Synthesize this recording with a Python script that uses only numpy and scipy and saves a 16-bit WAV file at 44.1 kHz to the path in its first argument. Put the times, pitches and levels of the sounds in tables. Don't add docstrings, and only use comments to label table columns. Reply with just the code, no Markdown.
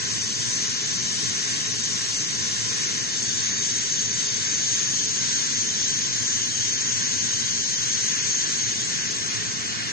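import sys
import numpy as np
from scipy import signal
from scipy.fft import rfft, irfft, dct, next_fast_len
from scipy.io import wavfile
from scipy.ndimage import uniform_filter1d, map_coordinates

SR = 44100
rng = np.random.default_rng(int(sys.argv[2]) if len(sys.argv) > 2 else 0)


def pcm_store(signal):
    levels = np.round(np.clip(np.atleast_2d(signal), -1, 1) * 32767)
    wavfile.write(sys.argv[1], SR, levels.astype(np.int16).T)


def to_linear_factor(level_db):
    exponent = np.asarray(level_db, float) / 20
    return 10 ** exponent


N = 437463
SIZE = next_fast_len(N)
HZ = np.maximum(np.arange(SIZE // 2 + 1) * SR / SIZE, 1)
PORT_LAG_S = 19.3 / SR

# frequency in Hz, level in dB per Hz, left minus right in dB,
# share heard directly (0-1), extra left lead in rad.
FAN_COLOUR = [(22, -32, -5, 0.8, 0.5), (43, -24, -3.5, 0.7, 1.5), (65, -16.5, -0.5, 0.6, 1.1),
              (83, -13, 3, 0.8, 1.5), (109.7, 1, -3.5, 0.93, 1.4), (152, -4, -0.5, 0.92, 1),
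              (217.5, -7.5, -2, 0.95, 0), (322, -12, -5, 0.86, 0.5), (354, -16, -3.5, 0.8, -0.5),
              (421.4, -10.5, -11.5, 1, -0.4), (538, -21, -9, 0.1, 1.5), (721, -19.5, -4, 0.8, -0.5),
              (819, -21.5, 0.5, 0.9, 3), (910, -20.5, 5.5, 0.4, 1.17)]
CASING_COLOUR = [(959, -25.5, -5.5, 0.43, 0.38), (1050, -16.5, -7, 0.62, -0.81),
                 (1210, -17, -0.5, 0.65, -0.99), (1316, -15, 1.5, 0.7, -1.1),
                 (1583, -10.5, -6.5, 0.55, -1.8), (1724, -7.5, -1, 0.66, 0.1), (2032, -10, -3, 0.71, -0.25),
                 (2327, -13, -0.5, 0.51, -0.059), (2720, -12.5, -1, 0.38, 0.37),
                 (3140, -6, -6.5, 0.17, 0.96)]
HISS_COLOUR = [(2600, -13, -2.5, 0.83, -0.18), (3020, -7, 0, 0.56, 0.23), (3900, -8.5, 2, 0.49, -0.12),
               (4250, -10, 1.5, 0.66, -0.46), (4960, -7, 0, 0.31, -0.11), (5230, -9, 0.5, 0.32, .2),
               (5500, -13.5, 10, 0.35, 0), (5730, -5, 9.5, 0.62, 0.036), (6290, 1.5, 1.5, .75, .15),
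               (6830, -2.5, 2.5, .7, .2), (7180, -12.5, 5.5, 0.4, 0.32), (7400, -10, 3, 0.3, 0.4),
               (8340, -16, -2, .3, -0.03), (8860, -25, 0, 0.21, -0.13)]
# frequency in Hz, width in Hz, left gain in dB, right gain in dB.
FAN_PANELS = [(231, 12, 5.5, 4), (320, 21, 7, 3.5)]
CASING_PANELS = [(1043, 83, 5, 3.7), (1561, 21, 3.6, 3.9), (1784, 20, 3.4, 3.1)]
# frequency in Hz, gain in dB.
NEAR_PANEL = [(300, .5), (430, 1.2), (600, 0), (800, 1.8), (930, .3), (1045, 3.5), (1170, 1.2), (1400, 1),
              (1560, -2), (1720, 0)]
# frequency in Hz, width in Hz, left gain in dB, right gain in dB.
RIDGES_CLOSE = [(3620.0, 50.0, 3.5, 3.5), (3830.0, 70.0, 5.0, 6.0), (4250.0, 450.0, 3.0, 3.5),
                (4610.0, 80.0, 5.5, 4.5), (5250.0, 380.0, 9.0, 2.0), (5760.0, 90.0, 2.0, 2.0),
                (5830.0, 140.0, -1.5, 2.5), (6110.0, 50.0, 7.0, 3.0), (6310.0, 110.0, -4.0, -4.5),
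                (6410.0, 70.0, 4.0, 2.0), (6650.0, 50.0, -2.0, -4.5), (6820.0, 70.0, -4.5, -2.5),
                (7290.0, 320.0, -7.0, -0.5), (7700.0, 50.0, -5.5, -6.5)]
RIDGES_TURNING = [(3610.0, 80.0, 3.5, 4.0), (4300.0, 380.0, 4.0, 3.5), (4600.0, 140.0, 7.0, 5.0),
                  (5110.0, 90.0, 7.0, 3.5), (5310.0, 180.0, 8.0, 1.5), (5740.0, 270.0, -2.5, 3.5),
                  (5990.0, 110.0, 9.0, 6.5), (6190.0, 60.0, 1.0, -3.5), (6370.0, 230.0, 8.0, 4.5),
                  (6620.0, 130.0, 8.5, 6.0), (6650.0, 50.0, -9.0, -9.0), (7010.0, 60.0, 5.0, 5.5),
                  (7150.0, 470.0, -2.0, 4.0), (7610.0, 60.0, 4.0, 2.0)]
RIDGES_BACK = [(3120.0, 70.0, 2.5, 3.5), (3320.0, 70.0, 4.5, 5.0), (4310.0, 500.0, 5.5, 5.0),
               (4950.0, 150.0, -3.0, -5.0), (5240.0, 500.0, 9.0, 4.0), (5780.0, 170.0, -2.0, -5.5),
               (5900.0, 500.0, -2.0, 9.0), (6130.0, 330.0, 8.0, 0.0), (6420.0, 60.0, 9.0, 6.5),
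               (6580.0, 80.0, 9.0, 6.5), (6660.0, 60.0, -3.0, -4.0), (7130.0, 500.0, 5.0, 9.0),
               (7170.0, 80.0, -6.5, -4.0), (7670.0, 60.0, 4.0, 3.0)]
# frequency in Hz, extra left lead in rad close, turning, back.
STANCE_LEAD = [(2900, 0, 0, 0), (3400, 0, .7, 0), (4000, 0, 1.2, 0), (4250, 1.2, 1.2, 0), (4450, 0, 0, 0),
               (4650, -1, 0, 0), (4800, -2.3, 0, 0), (5000, -4.1, 0, 0), (5250, -5.3, 0, -.3),
               (5450, -6.3, 0, -.5), (5800, -5.4, 0, 0), (6400, -5.7, 0, 0), (6800, -6.28, 0, 0),
               (7250, -6.28, .8, .9), (7500, -6.9, -.5, -.7), (8000, -7, 0, 0)]
TOP_DB = [-6, -7.5, -6.5]
# time in seconds, stance (0 close, 1 turning, 2 back).
HAND = [
    (0, 0),
    (2.9, 0),
    (3.3, 1),
    (4.4, 1),
    (5.0, 2),
    (9.92, 2),
]
# time in seconds, pressure as a share of full (0-1).
PRESSURE = [
    (0, 0.99),
    (7.9, 0.97),
    (8.6, .85),
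    (9.1, 0.5),
    (9.55, .2),
    (9.92, 0.05),
]
# time in seconds, load (0-1).
LOAD = [
    (0, 1),
    (8.0, 1),
    (8.6, .5),
    (9.2, .1),
    (9.92, 0),
]
# order of the lobe rate, then level in dB loaded left, loaded right, idle left, idle right.
HUM = [(1, -55, -53, -54, -60), (2, -55, -59, -53.5, -56.5), (3, -63, -60.5, -55, -54),
       (4, -58, -66, -72, -80.5), (5, -77.5, -64, -73, -70), (6, -73, -57.5, -54, -65)]
# frequency in Hz, rounding step over the usual level in dB for sum, for
ROUNDING_STEPS = [(300, -14, -14), (750, -2.5, -5), (1500, 0, -3), (1900, -1, 4), (2400, 0, 7), (2800, 3.5, 2),
                  (3200, 6, 3), (3500, 4.5, 4), (3800, 7, 5), (4100, 6, 6), (4500, 4.5, 6.5), (5000, 2, 4),
                  (5600, 1.5, -1), (6400, -4, -1), (7100, 7, 9.5), (7500, 8, 7.5), (7900, 8.5, 8.5),
                  (8300, 10.5, 10), (8700, 15.5, 15.5), (9300, 19, 20)]

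FAN_DB, CASING_DB, HISS_DB, WHISTLE_DB = -41, -38.5, -33.5, -30
TURNED_HISS_DB, TURNED_WHISTLE_DB = 1.02, 2
VENTED_CASING_DB, VENTED_HISS_DB, VENTED_WHISTLE_DB = 1.5, -3.5, -7.5
WHISTLE_LOW_HZ, WHISTLE_HIGH_HZ, TOP_LOW_HZ = 5640, 7100, 7326
LOBES_LOADED_HZ, LOBES_IDLE_HZ = 248.1, 249.4
HOP, FRAME_LEAD = 1024, 524
ROUND_UP = .4
STEP_WANDER_DB = 3.5
BITE_FROM_S, BITE_UNTIL_S, BITE_DB = 5.5, 7.95, 4.6
BITE_HZ, BITE_WIDTH_HZ = 3520, 300
TOP_SHADE_DB, TOP_FLICKER_DB, TOP_FROM_HZ = 2.0, 1.6, 7400


def in_time(rows):
    s, *columns = np.transpose(rows)
    return [np.interp(np.arange(N) / SR, s, c) for c in columns]


def in_pitch(rows, hz):
    at, *columns = np.transpose(rows)
    return [np.interp(np.log(hz), np.log(at), c) for c in columns]


def drift(rate):
    knots = rng.standard_normal(400)
    return map_coordinates(knots, [np.arange(N) / SR * np.clip(rate, .1, 38)], order=2)


def white():
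    real, imaginary = rng.standard_normal((2, len(HZ)))
    return real + 1j * imaginary


def echoes(t60):
    s = np.arange(SR // 2) / SR
    swarm = rng.standard_normal(len(s)) * to_linear_factor(-60 * s / t60)
    return rfft(swarm / np.sqrt(np.sum(swarm ** 2)), SIZE)


def at_ports(colour, ridges, t60, near, shift=0):
    level_db, balance_db, direct, lead = in_pitch(colour, HZ)
    direct, near = np.clip(direct, 0, .99), np.clip(near, 0, 1)
    source = white()
    late = np.exp(-1j * (2 * np.pi * HZ * PORT_LAG_S + lead + shift))
    ports = []
    for side, path in enumerate((1, late)):
        gain_db = level_db + balance_db * (.5 - side)
        for hz, width_hz, *ridge_db in ridges:
            gain_db = gain_db + ridge_db[side] / (1 + (2 * (HZ - hz) / width_hz) ** 2)
        around = np.sqrt(near) * source * echoes(t60) + np.sqrt(1 - near) * white()
        ports.append(to_linear_factor(gain_db) * (np.sqrt(direct) * source * path + np.sqrt(1 - direct) * around))
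    return np.array(ports)


def band(spectrum, low, high):
    rise = np.clip(np.log(HZ / [[low], [high]]) * 12 + .5, 0, 1)
    sound = irfft(spectrum * np.sqrt(rise[0] * (1 - rise[1])), SIZE)[:, :N]
    return sound / np.std(sound.mean(axis=0))


def fan(level_db):
    stereo = at_ports(FAN_COLOUR, FAN_PANELS, t60=.3, near=.25)
    return to_linear_factor(level_db + .5 * drift(1.4)) * band(stereo, low=15, high=994)


def casing(level_db):
    stereo = at_ports(CASING_COLOUR, CASING_PANELS, t60=.3, near=.35)
    return to_linear_factor(level_db + 1.0 * drift(6)) * band(stereo, low=950, high=2903)


def air(hiss_db, whistle_db):
    stance, = in_time(HAND)
    hiss, whistle = 0, 0
    for k, ridges in enumerate((RIDGES_CLOSE, RIDGES_TURNING, RIDGES_BACK)):
        weight = np.sqrt(np.clip(1 - abs(np.clip(stance, 0, 2) - k), 0, 1))
        shift = in_pitch(STANCE_LEAD, HZ)[k]
        stereo = at_ports(HISS_COLOUR, ridges, t60=.2, near=.3, shift=shift)
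        top = to_linear_factor(TOP_DB[k]) * band(stereo, low=TOP_LOW_HZ, high=8800)
        hiss = hiss + weight * (band(stereo, low=2894, high=WHISTLE_LOW_HZ) + top)
        whistle = whistle + weight * band(stereo, low=WHISTLE_LOW_HZ, high=WHISTLE_HIGH_HZ)
    return to_linear_factor(hiss_db + .5 * drift(9)) * hiss + to_linear_factor(whistle_db + .7 * drift(9)) * whistle


def rotors():
    load, = in_time(LOAD)
    lobes_hz = LOBES_IDLE_HZ + load * (LOBES_LOADED_HZ - LOBES_IDLE_HZ)
    turn, out = 2 * np.pi * np.cumsum(lobes_hz) / SR, 0
    for order, *db in HUM:
        loaded_db, idle_db = np.reshape(db, (2, 2, 1))
        hz = order * LOBES_LOADED_HZ
        lead = in_pitch(FAN_COLOUR + CASING_COLOUR[1:], hz)[3]
        late = 2 * np.pi * hz * PORT_LAG_S + lead
        wave = np.sin(order * turn + rng.uniform(0, 2 * np.pi) - late * np.array([[0], [1]]))
        level_db = idle_db + load * (loaded_db - idle_db) + 2.5 * drift(1.5)
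        out = out + np.sqrt(2) * to_linear_factor(level_db) * wave
    return out


def round_lines(stereo):
    pair = np.array([[1, 0.99], [1, -1]])
    taper = signal.windows.kaiser_bessel_derived(2 * HOP, 4 * np.pi)
    pad = (HOP + FRAME_LEAD, 2 * HOP - (N + FRAME_LEAD) % HOP)
    blocks = np.pad(pair @ stereo / 2, ((0, 0), pad)).reshape(2, -1, HOP)
    frames = np.concatenate([blocks[:, :-1], blocks[:, 1:]], axis=2) * taper
    a, b, c, d = np.split(frames, 4, axis=2)
    folded = np.concatenate([-c[..., ::-1] - d, a - b[..., ::-1]], axis=2)
    lines = dct(folded, type=4, norm="ortho")
    hz = (np.arange(HOP) + .5) * SR / 2 / HOP
    s = np.arange(lines.shape[1])[:, None] * HOP / SR
    usual = uniform_filter1d((lines ** 2).mean(axis=0), size=20, axis=1)
    usual = uniform_filter1d(usual, size=43, axis=0)
    wander_db = STEP_WANDER_DB * np.repeat(rng.standard_normal((len(s), HOP // 8)), 8, axis=1)
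    ramp = np.clip(1.4 * (s - BITE_FROM_S) / (BITE_UNTIL_S - BITE_FROM_S), 0, 1) * (s < BITE_UNTIL_S)
    bite_db = BITE_DB * ramp * np.exp(-((hz - BITE_HZ) / BITE_WIDTH_HZ) ** 2)
    turned = np.clip(np.interp(s, *np.transpose(HAND)), 0, 1)
    flicker_db = TOP_FLICKER_DB * rng.standard_normal(s.shape)
    shade_db = (TOP_SHADE_DB * turned + flicker_db) * (hz > TOP_FROM_HZ)
    extra_db = (bite_db + shade_db) * [[[1]], [[.3]]]
    step_db = np.array(in_pitch(ROUNDING_STEPS, hz))[:, None] + extra_db + wander_db
    step = np.sqrt(abs(usual) + 1e-18) * to_linear_factor(step_db)
    rounded = np.sign(lines) * np.floor(abs(lines) / step + ROUND_UP) * step
    u, v = np.split(dct(rounded, type=4, norm="ortho"), 2, axis=2)
    unfolded = np.concatenate([v, -v[..., ::-1], -u[..., ::-1], -u], axis=2) * taper
    rise, fall = np.split(unfolded, 2, axis=2)
    return pair @ (rise[:, 1:] + fall[:, :-1]).reshape(2, -1)[:, FRAME_LEAD:FRAME_LEAD + N]


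def scene():
    turned = np.clip(in_time(HAND)[0], 0, 1)
    vented = 1 - in_time(PRESSURE)[0]
    hiss_db = HISS_DB + TURNED_HISS_DB * turned + VENTED_HISS_DB * vented
    whistle_db = WHISTLE_DB + TURNED_WHISTLE_DB * turned + VENTED_WHISTLE_DB * vented
    cabinet = fan(FAN_DB) + casing(CASING_DB + VENTED_CASING_DB * vented)
    near = irfft(rfft(cabinet, SIZE) * to_linear_factor(in_pitch(NEAR_PANEL, HZ)[0]), SIZE)[:, :N]
    return turned * cabinet + (1 - turned) * near + air(hiss_db, whistle_db) + rotors()


def low_pass(x):
    return signal.sosfilt(signal.butter(12, 9400, fs=SR, output="sos"), x)


def record(dry):
    mix = round_lines(dry)
    return low_pass(mix)


dry = scene()
out = record(dry)
pcm_store(out)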